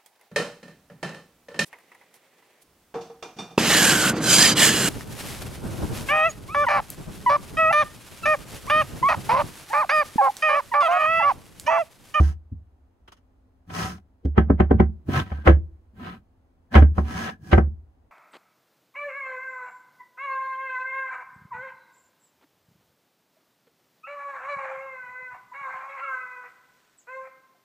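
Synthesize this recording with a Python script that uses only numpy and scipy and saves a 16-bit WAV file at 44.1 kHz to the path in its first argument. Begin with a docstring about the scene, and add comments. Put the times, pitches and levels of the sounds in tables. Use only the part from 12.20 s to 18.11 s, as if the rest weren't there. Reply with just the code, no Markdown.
"""Oak block on a plywood workbench

A heavy block is slid, rocked and turned over by hand; its warped faces knock from corner to corner.
Each blow rings bench and block modes over a boom; slides are noise rubbed through the block's modes.
Short ticks, rough singing tones, room rumble and reverberation; the camera's limiter holds hard blows."""
import sys
import numpy as np
from scipy import signal
from scipy.fft import rfft, irfft, next_fast_len
from scipy.io import wavfile
from scipy.ndimage import uniform_filter1d, minimum_filter1d, map_coordinates

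SR = 44100
rng = np.random.default_rng(int(sys.argv[2]) if len(sys.argv) > 2 else 0)


def inscribe(sig):
    """Save sig as 16-bit PCM at rate SR to the path in sys.argv[1].

    A 1-D sig is mono; a 2-D sig holds one channel per row.
    Samples are clipped to [-1, 1] before scaling.
    """
    pcm = np.round(np.clip(np.atleast_2d(sig).T, -1, 1) * 32767)
    wavfile.write(sys.argv[1], SR, pcm.astype(np.int16))


N = 260631

# Block meets bench: (time [s], landing spot, thud [dB], thud tilt [dB/octave], boom [dB], clack [dB],
# contact cut-off [Hz], favoured block resonance [Hz])
BLOWS = [(0.001, "flat", -17, -5, -6, -24, 690, 762), (0.317, "far", -25.5, -10, -32.5, -72, 290, 762),
         (0.383, "near", -57, -13, -43.5, -62, 285, 762), (2.05, "far", -14.5, 1, -15, -21.5, 430, 1558),
         (2.176, "near", -2.5, 0, -10, -14.5, 2300, 1310), (2.298, "far", -5, 0, -12, -23, 1600, 1390),
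         (2.331, "near", -19, -3, -28.5, -36, 300, 762), (2.399, "near", -5, 2.5, -11, -16.5, 2222, 1277),
         (2.508, "far", -4, 1.5, -12.5, -20, 1600, 762), (2.539, "near", -11.5, -6, -24, -34.5, 300, 762),
         (2.597, "near", -3, 0, -9.5, -17, 2035, 762), (2.883, "far", -14, -3, -28.5, -31.5, 627, 762),
         (3.116, "flat", -31.5, -7.5, -21.5, -33.5, 1989, 1005),
         (3.182, "flat", -40, -3.5, -33, -48, 1800, 1551), (3.263, "flat", -31, 1, -37.5, -20, 1946, 1575),
         (3.272, "flat", -17, 4.5, 0, -6.5, 2593, 1344), (3.278, "flat", -1.5, 1, -23, -12, 1200, 1565),
         (3.29, "flat", -9.5, 1, -23, -22, 3000, 1607), (4.553, "flat", -3.5, 3, 2, -1.5, 2700, 762),
         (4.62, "far", -9.5, -3, -9.5, -26, 2255, 1675), (4.779, "near", -14, 0.5, -14, -19.5, 1400, 1020),
         (5.328, "flat", -5.5, 4, -4.5, -11, 2600, 1930), (5.377, "flat", -8.5, -2.5, -5.5, -15, 1750, 762)]
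# Landing spots, in the order of the bench level columns: near corner, far corner, flat face
SPOTS = ["near", "far", "flat"]
# Plywood top modes: (frequency [Hz], t60 [s], level if hit by near corner, far corner, flat face [dB])
BENCH_MODES = [(97, 0.26, -7.5, -8.5, -7), (150.6, 0.21, -13, -14.5, -11.5), (171.3, 0.14, -4.5, -9, -5.5),
               (215, 0.14, -0.5, -5.5, 1), (269.5, 0.092, -9.5, 2, -6), (332, 0.12, -8, -10.5, 1),
               (370.1, 0.1, -5, -9.5, -3.5), (435, 0.079, -12, -5, -5.5), (513.3, 0.11, -15.5, -10.5, -5),
               (604, 0.1, -18, -10.5, -4), (672, 0.03, -27, -12.5, -14)]
# Oak block modes, damped by hand and bench: (frequency [Hz], level [dB], t60 [s])
BLOCK_MODES = [(762, 0, .11), (1005, -4, .08), (1065, -6, .08), (1180, -11, .07), (1300, -3, .08),
               (1440, -15, .08), (1565, -3, .11), (1675, -6, .11), (1767, -11, .09), (1850, -12, .09),
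               (1930, -10, .09), (2050, -13, .09), (2250, -16, .09), (2430, -15, .08), (2900, -18, .09),
               (3080, -16, .085), (3300, -20, .07), (3480, -19, .06)]
# Dense ringing of block and bench: (frequency [Hz], density [dB per Hz])
CLACK_SPECTRUM = [(60, -48), (200, -2.5), (450, -6), (800, -5.5), (900, -12), (1100, -8.5), (1750, -16),
                  (2100, -13), (2650, -20.5), (3100, -14.5), (3550, -19.5), (4100, -23.5), (5400, -25.5),
                  (6500, -42.5), (15000, -64)]
# Decay of the dense ringing: (frequency [Hz], t60 [s])
CLACK_DAMPING = [(200, .14), (700, .11), (2000, .095), (3500, .075), (6000, .07), (14000, .06)]
# Pushes, or skids on an edge before a fall: (start [s], speeding up [s], slowing down [s], rasp [dB],
# judder [dB], hiss [dB], judder pitch [Hz])
SLIDES = [(-0.08, 0.16, 0.06, -43, -39.5, -51, 180), (1.497, 0.1, 0.19, -31, -30, -40.5, 180),
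          (2.872, 0.12, 0.04, -26.5, -22, -45, 138), (3.246, 0.025, 0.011, -31, -30, -57, 180),
          (3.755, 0.12, 0.12, -40, -36, -69, 190), (4.508, 0.04, 0.012, -38, -34, -56, 180),
          (4.82, 0.2, 0.12, -32, -30, -46, 215), (5.2, 0.14, 0.06, -49, -37, -56, 180),
          (3.0, 0.05, 0.3, -49, -43, -70, 180), (4.738, 0.04, 0.07, -48, -40, -61, 180)]
# The sliding edge drags harder for a moment: (time [s], rasp [dB], half length [s])
SNAGS = [(1.505, -43, 0.008), (2.96, -34, 0.008), (4.546, -24, 0.004), (5.088, -35, 0.014),
         (5.322, -28, 0.007)]
# Rubbed sawn wood: (frequency [Hz], density [dB per Hz])
RASP_SPECTRUM = [(200, -15.5), (400, -2), (520, -6.5), (760, -5.5), (900, -7.5), (1080, -6), (1500, -4.5),
                 (1700, -4.5), (2000, -10), (2600, -9), (3100, -8.5), (3500, -18), (4000, -14.5),
                 (6000, -30.5), (12000, -53)]
# Fibres and grit: (frequency [Hz], density [dB per Hz])
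HISS_SPECTRUM = [(2500, -32), (4200, -10.5), (5500, -4.5), (6500, -8), (7500, -14.5), (9000, -13),
                 (12000, -19), (15000, -23.5)]
# Shaken bench top: (frequency [Hz], density [dB per Hz])
JUDDER_SPECTRUM = [(40, -33), (75, 6), (100, 6.5), (135, 0), (210, -1.5), (330, -3.5), (500, -19),
                   (900, -41)]
# Hand shifts its grip: (time [s], body [dB], hiss [dB], attack [s])
TICKS = [(0.877, -39, -57, 0.004), (0.919, -39, -48, 0.004), (0.966, -46, -56, 0.02)]
# Body of a tick: (frequency [Hz], density [dB per Hz])
TICK_SPECTRUM = [(300, -7), (800, -2.5), (1200, 0.5), (1900, -6.5), (2600, -10.5), (3050, -2.5),
                 (3500, -12), (8000, -34)]
# Block on one edge sings at one resonance: (start [s], rise [s], fall [s], level [dB], frequency [Hz])
SINGS = [(1.51, 0.1, 0.16, -41, 1290), (2.92, 0.07, 0.04, -35, 1050), (3.0, 0.24, 0.02, -55, 1570),
         (3.79, 0.11, 0.07, -46, 1280), (4.508, 0.025, 0.04, -46, 1680), (4.87, 0.2, 0.07, -40, 1680),
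         (5.2, 0.11, 0.03, -58, 1675)]
# Quiet workshop: (frequency [Hz], density [dB per Hz])
AIR_SPECTRUM = [(20, 2), (40, -1), (65, 4), (90, 0), (130, -17), (250, -12.5), (400, -19), (750, -21),
                (1500, -32), (3000, -42), (6000, -48), (15000, -52)]
# Room decay: (frequency [Hz], t60 [s])
ROOM_DECAY = [(70, .55), (250, .3), (1000, .17), (3000, .14), (12000, .14)]
# Left-right likeness: (frequency [Hz], correlation [-1 to 1])
STEREO_LIKENESS = [(100, 0.92), (180, 0.75), (310, 1), (540, 0.038), (940, 0.25), (1630, 0.27),
                   (3000, 0.0058), (4500, 0.55), (12000, 0.45)]
# Phase scatter at each microphone: (frequency [Hz], scale [rad])
PORT_SKEW = [(700, 0), (2500, 1)]

BOOM_HZ, BOOM_T60_S = 72, 0.35
BOOM_SHARP_HZ, BOOM_RELAX_S = 6, 0.018  # top is stiffer while the block presses into it
CLACK_RISE_S = 0.0025  # soft plywood gives before the block rings
GRIT_DB, GRIT_DB_PER_CLACK_DB = -33.5, 1.45  # crushed fibres at 0 dB clack, and their growth
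FAVOUR_DB, FAVOUR_OCTAVES = 5, 0.12  # lift of modes by the spot hit, and its selectivity
RASP_POWER, HISS_POWER, JUDDER_POWER = 1.7, 1.8, 0.9  # exponents of sliding speed
JUDDER_FADE_DB_PER_S = 14.5  # judder is strongest as the block breaks loose
JUDDER_WANDER = 0.13  # scale of random log-pitch deviation
GRAIN_DB, RIDGE_DB, SWELL_DB = 3, 1.8, 1  # grip: single fibres, saw ridges, hand pressure
DRY_RASP_DB = -4  # rasp straight from the contact, relative to that ringing in the block
CREEP = 0.35  # smoothing window as a share of a push
TICK_T60_S = 0.06
SING_WIDTH_HZ = 90  # of each of two cascaded peaks
RIPPLE_HZ = 350  # spacing of the random phase knots
TOP_HZ = 15760


def amp(db):
    """Decibels to gain."""
    return 10 ** (np.asarray(db) / 20)


def unit(x):
    """x at rms 1."""
    return x / np.sqrt(np.mean(x ** 2) + 1e-20)


def along(points, hz):
    """(Hz, value) points interpolated on a log frequency axis."""
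    f, v = np.transpose(points)
    return np.interp(np.log(hz + 1), np.log(f + 1), v)


def filtered(x, response):
    """x times a response of frequency."""
    size = x.shape[-1]
    padded = next_fast_len(size + 8192)
    spectrum = rfft(x, padded) * response(np.fft.rfftfreq(padded, 1 / SR))
    return irfft(spectrum, padded)[..., :size]


def wobble(knots_per_s):
    """Smooth random curve through normally distributed knots."""
    knots = rng.standard_normal(int(N * knots_per_s / SR) + 4)
    return map_coordinates(knots, [np.arange(N) * knots_per_s / SR])


def half_angle(hz):
    """Half the stereo phase angle [rad] whose cosine is the left-right likeness."""
    return np.arccos(np.clip(along(STEREO_LIKENESS, hz), -1, 1)) / 2


def noise(spectrum, size):
    """Coloured stereo noise of rms 1; mid and side shares set the likeness by frequency."""
    def shares(hz):
        return amp(along(spectrum, hz)) * [np.cos(half_angle(hz)), np.sin(half_angle(hz))]
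    mid, side = filtered(rng.standard_normal((2, size)), shares)
    return unit(np.array([mid + side, mid - side]))


def dying(x, t60s):
    """Each frequency of x decays at its own rate."""
    hz, t, z = signal.stft(x, SR, nperseg=256)
    decay = amp(-60 * t / along(t60s, hz)[:, None])
    return signal.istft(z * decay, SR, nperseg=256)[1][:, :x.shape[-1]]


def ring(hz, db, t60, t, scatter_db, detune):
    """Struck modes as decaying sines, phase-skewed between the microphones."""
    chance = rng.standard_normal((len(hz), 3))
    hz = hz * np.exp(detune * chance[:, 2:])  # block and top load each other differently at every spot
    polarity = (-1) ** np.arange(len(hz))[:, None]
    gain = amp(db + scatter_db * chance[:, :1] - 60 * t / t60) * polarity
    skew = half_angle(hz) * np.sign(chance[:, 1:2])
    pair = np.array([np.sum(gain * np.sin(2 * np.pi * hz * t + ear * skew), 0) for ear in (1, -1)])
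    return pair / np.linalg.norm(amp(db))


def add(track, s, sound):
    """Mix a sound into the track at time s."""
    start = round(s * SR)
    sound = sound[:, max(-start, 0):N - start]
    first = max(start, 0)
    track[:, first:first + sound.shape[1]] += sound


def workshop(air_db=-57, hum_db=-73, hum_hz=260.0):
    """Low room rumble as coloured noise, with a faint hum of wavering level."""
    hum_gain = amp(hum_db + 2 * wobble(1.0))
    hum = hum_gain * np.sin(2 * np.pi * hum_hz * np.arange(N) / SR)
    return amp(air_db + wobble(1.3)) * noise(AIR_SPECTRUM, N) + hum


def stroke(start_s, speed_up_s, slow_down_s):
    """Speed of one push, 0-1: the block creeps off, gathers speed and slows to rest."""
    now = np.arange(N) / SR - start_s
    knots = np.cumsum([0, speed_up_s, slow_down_s])
    speed = np.sin(np.pi / 2 * np.interp(now, knots, [0, 1, 0]))
    # abs removes tiny negative rounding before the speed powers
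    return abs(uniform_filter1d(speed, size=int(CREEP * knots[-1] * SR) + 1))


def waver(hz, wander, knots_per_s=45, depth_db=3):
    """Unsteady stick-slip tone of rms 1."""
    turns = np.cumsum(hz * np.exp(wander * wobble(knots_per_s))) / SR
    return unit(amp(depth_db * wobble(2 * knots_per_s)) * np.sin(2 * np.pi * turns))


def block_response(hz):
    """Resonances of the rubbed block; each mode's width follows from its decay."""
    total = 0
    for mode_hz, db, t60 in BLOCK_MODES:
        gain = amp(db - along(RASP_SPECTRUM, mode_hz))  # offsets the colour of the driving noise
        total = total + gain / (1 + 2j * np.pi * (hz - mode_hz) * t60 / np.log(1000))
    return total


def slides(rasp_db=-1, judder_db=-4, chatter_db=-3, hiss_db=1):
    """Sawn fibres catch and slip, exciting the block's modes and shaking the top."""
    now = np.arange(N) / SR
    rasp = sum(amp(db) * np.exp(-((now - s) / half_s) ** 2) for s, db, half_s in SNAGS)
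    hiss, judder, chatter = np.zeros((3, N))
    for start_s, up_s, down_s, rub_db, shake_db, fibre_db, shake_hz in SLIDES:
        speed = stroke(start_s, up_s, down_s)
        fade_db = JUDDER_FADE_DB_PER_S * np.clip(now - start_s, 0, 1)
        shaking = amp(shake_db - fade_db) * speed ** JUDDER_POWER
        rasp = rasp + amp(rub_db) * speed ** RASP_POWER
        hiss = hiss + amp(fibre_db) * speed ** HISS_POWER
        judder = judder + shaking
        chatter = chatter + shaking * waver(shake_hz, JUDDER_WANDER)
    pressure = unit(amp(RIDGE_DB * wobble(140) + SWELL_DB * wobble(35)))
    grip = pressure * unit(amp(GRAIN_DB * wobble(900)))
    ringing = unit(filtered(grip * noise(RASP_SPECTRUM, N), block_response))
    direct = amp(DRY_RASP_DB) * grip * noise(RASP_SPECTRUM, N)
    scrape = amp(rasp_db) * rasp * (ringing + direct)
    shake = amp(judder_db) * judder * noise(JUDDER_SPECTRUM, N) + amp(chatter_db) * chatter
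    return scrape + shake + amp(hiss_db) * hiss * np.sqrt(grip) * noise(HISS_SPECTRUM, N)


def bench_ring(t, spot, tilt_db, pivot_hz=260):
    """Each landing spot drives its own mix of the top's modes."""
    hz, t60, *levels = np.transpose(BENCH_MODES)[:, :, None]
    db = levels[SPOTS.index(spot)] + tilt_db * np.log2(hz / pivot_hz)
    return ring(hz, db, t60, t, scatter_db=1.5, detune=0.012)


def block_ring(t, favoured_hz):
    """The spot that is hit lifts the block modes near one frequency."""
    hz, db, t60 = np.transpose(BLOCK_MODES)[:, :, None]
    db = db + FAVOUR_DB * np.exp(-(np.log2(hz / favoured_hz) / FAVOUR_OCTAVES) ** 2)
    return ring(hz, db, t60, t, scatter_db=1, detune=0.005)


def boom_flex(t, rise_s=0.00086, settle_s=0.1, settle_db=-12):
    """The whole top flexes under the block's weight, freely until the block settles and damps it."""
    settling = (1 + np.tanh((t - settle_s) / 0.00073)) / 2
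    swing_db = -60 * t / BOOM_T60_S + settle_db * settling
    turns = BOOM_HZ * t + BOOM_SHARP_HZ * BOOM_RELAX_S * (1 - np.exp(-t / BOOM_RELAX_S))
    return amp(swing_db) * (1 - np.exp(-t / rise_s)) * np.sin(2 * np.pi * turns)


def knocks(dense_db=-6, crack_db=-6, bite_db=1, block_db=0.5, scuff_db=-14, leak_db=-27, crumble_db=-4,
           thud_rise_s=0.0021, scuff_t60_s=0.052, crack_t60_s=0.11):
    """Each blow flexes the top and rings bench and block; a blunt contact dulls the treble."""
    out, t = np.zeros((2, N)), np.arange(int(.7 * SR)) / SR
    lead = SR // 25  # samples ahead of the landing

    def landed(x):
        return np.pad(x, ((0, 0), (lead, 0)))

    def rise(time_s):
        return 1 - np.exp(-t / time_s)

    # the rough edge scuffs the plywood around the landing
    scuff = amp(scuff_db - 60 * abs(np.arange(lead + len(t)) - lead) / SR / scuff_t60_s)
    # the edge bites in and fibres snap as the pressure peaks, 4 ms into the contact
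    bite = amp(-60 * abs(t - .004) / .028)
    crumble = amp(-60 * t / .16) * rise(.005)
    crush = scuff + landed(np.array([bite + amp(crumble_db) * crumble]))
    strike = amp(bite_db) * bite + amp(crack_db - 60 * t / crack_t60_s)
    flex = boom_flex(t)
    for s, spot, thud_db, tilt_db, boom_db, clack_db, contact_hz, block_hz in BLOWS:
        thud = amp(thud_db) * rise(thud_rise_s) * bench_ring(t, spot, tilt_db)
        dense = amp(dense_db) * dying(noise(CLACK_SPECTRUM, len(t)), CLACK_DAMPING)
        modes = amp(block_db) * block_ring(t, block_hz)
        clack = rise(CLACK_RISE_S) * (dense + modes + strike * noise(CLACK_SPECTRUM, len(t)))
        scuffing = scuff * noise(CLACK_SPECTRUM, len(scuff))
        wood = amp(clack_db) * (scuffing + landed(clack)) + landed(thud)
        blunt = signal.sosfilt(signal.butter(3, contact_hz, fs=SR, output="sos"), wood)
        grit_gain = amp(GRIT_DB + GRIT_DB_PER_CLACK_DB * clack_db)
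        grit = grit_gain * crush * noise(HISS_SPECTRUM, len(scuff))
        leak = amp(leak_db) * wood  # a few hard fibres pass the full band
        add(out, s - lead / SR, blunt + leak + grit)
        add(out, s, amp(boom_db) * flex * amp([[-.4], [.4]]))
    return out


def walls(x):
    """Short reverberation of a small cluttered room: decaying noise, 10 ms late."""
    colour = [(50, 6.0), (300, -5.0), (3000, 2.0), (15000, -2.5)]  # (frequency [Hz], density [dB per Hz])
    tail = dying(noise(colour, SR * 2 // 3), ROOM_DECAY)
    tail = np.pad(tail / np.linalg.norm(tail[0]), ((0, 0), (SR // 100, 0)))
    return signal.fftconvolve(x, tail, axes=1)[:, :N]


def ticks():
    """Fingers catch on the sawn wood: two crisp noise bursts, then a softer brush."""
    out, t = np.zeros((2, N)), np.arange(SR // 5) / SR
    for s, body_db, hiss_db, attack_s in TICKS:
        fade = amp(-60 * t / TICK_T60_S) * (1 - np.exp(-t / attack_s))
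        body = amp(body_db) * noise(TICK_SPECTRUM, len(t))
        hiss = amp(hiss_db) * noise(HISS_SPECTRUM, len(t))
        add(out, s, fade * (body + hiss))
    return out


def singing():
    """A rubbing edge feeds one resonance of the block: a rough woody tone."""
    out = np.zeros((2, N))
    for start_s, rise_s, fall_s, db, hz in SINGS:
        peak = np.concatenate(signal.iirpeak(hz, hz / SING_WIDTH_HZ, SR))
        tone = unit(signal.sosfilt([peak, peak], noise(RASP_SPECTRUM, N)))
        out += amp(db) * stroke(start_s, rise_s, fall_s) * tone
    return out


def ports(x):
    """Reflections off the top reach two spaced microphones by different paths: treble out of step."""
    knots = rng.standard_normal(SR // RIPPLE_HZ)

    def turn(hz):
        skew = along(PORT_SKEW, hz) * map_coordinates(knots, [hz / RIPPLE_HZ])
        return np.exp(1j * np.outer([1, -1], skew))
    return filtered(x, turn)


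def scene(room_db=-20):
    """Block and bench heard from close by, in a small workshop."""
    wood = slides() + knocks() + ticks() + singing()
    return ports(wood + amp(room_db) * walls(wood) + workshop())


def record(dry, ceiling=0.84, low_cut_hz=38):
    """Microphone low cut, fast look-ahead limiter, then the camera's band limit."""
    x = signal.sosfilt(signal.butter(2, low_cut_hz, "high", fs=SR, output="sos"), dry)
    need = np.minimum(1, ceiling / (abs(x).max(0) + 1e-9))
    gain = uniform_filter1d(minimum_filter1d(need, size=67), size=67)  # 1.5 ms windows
    return filtered(x * gain, lambda hz: hz < TOP_HZ)


dry = scene()
out = record(dry)
inscribe(out)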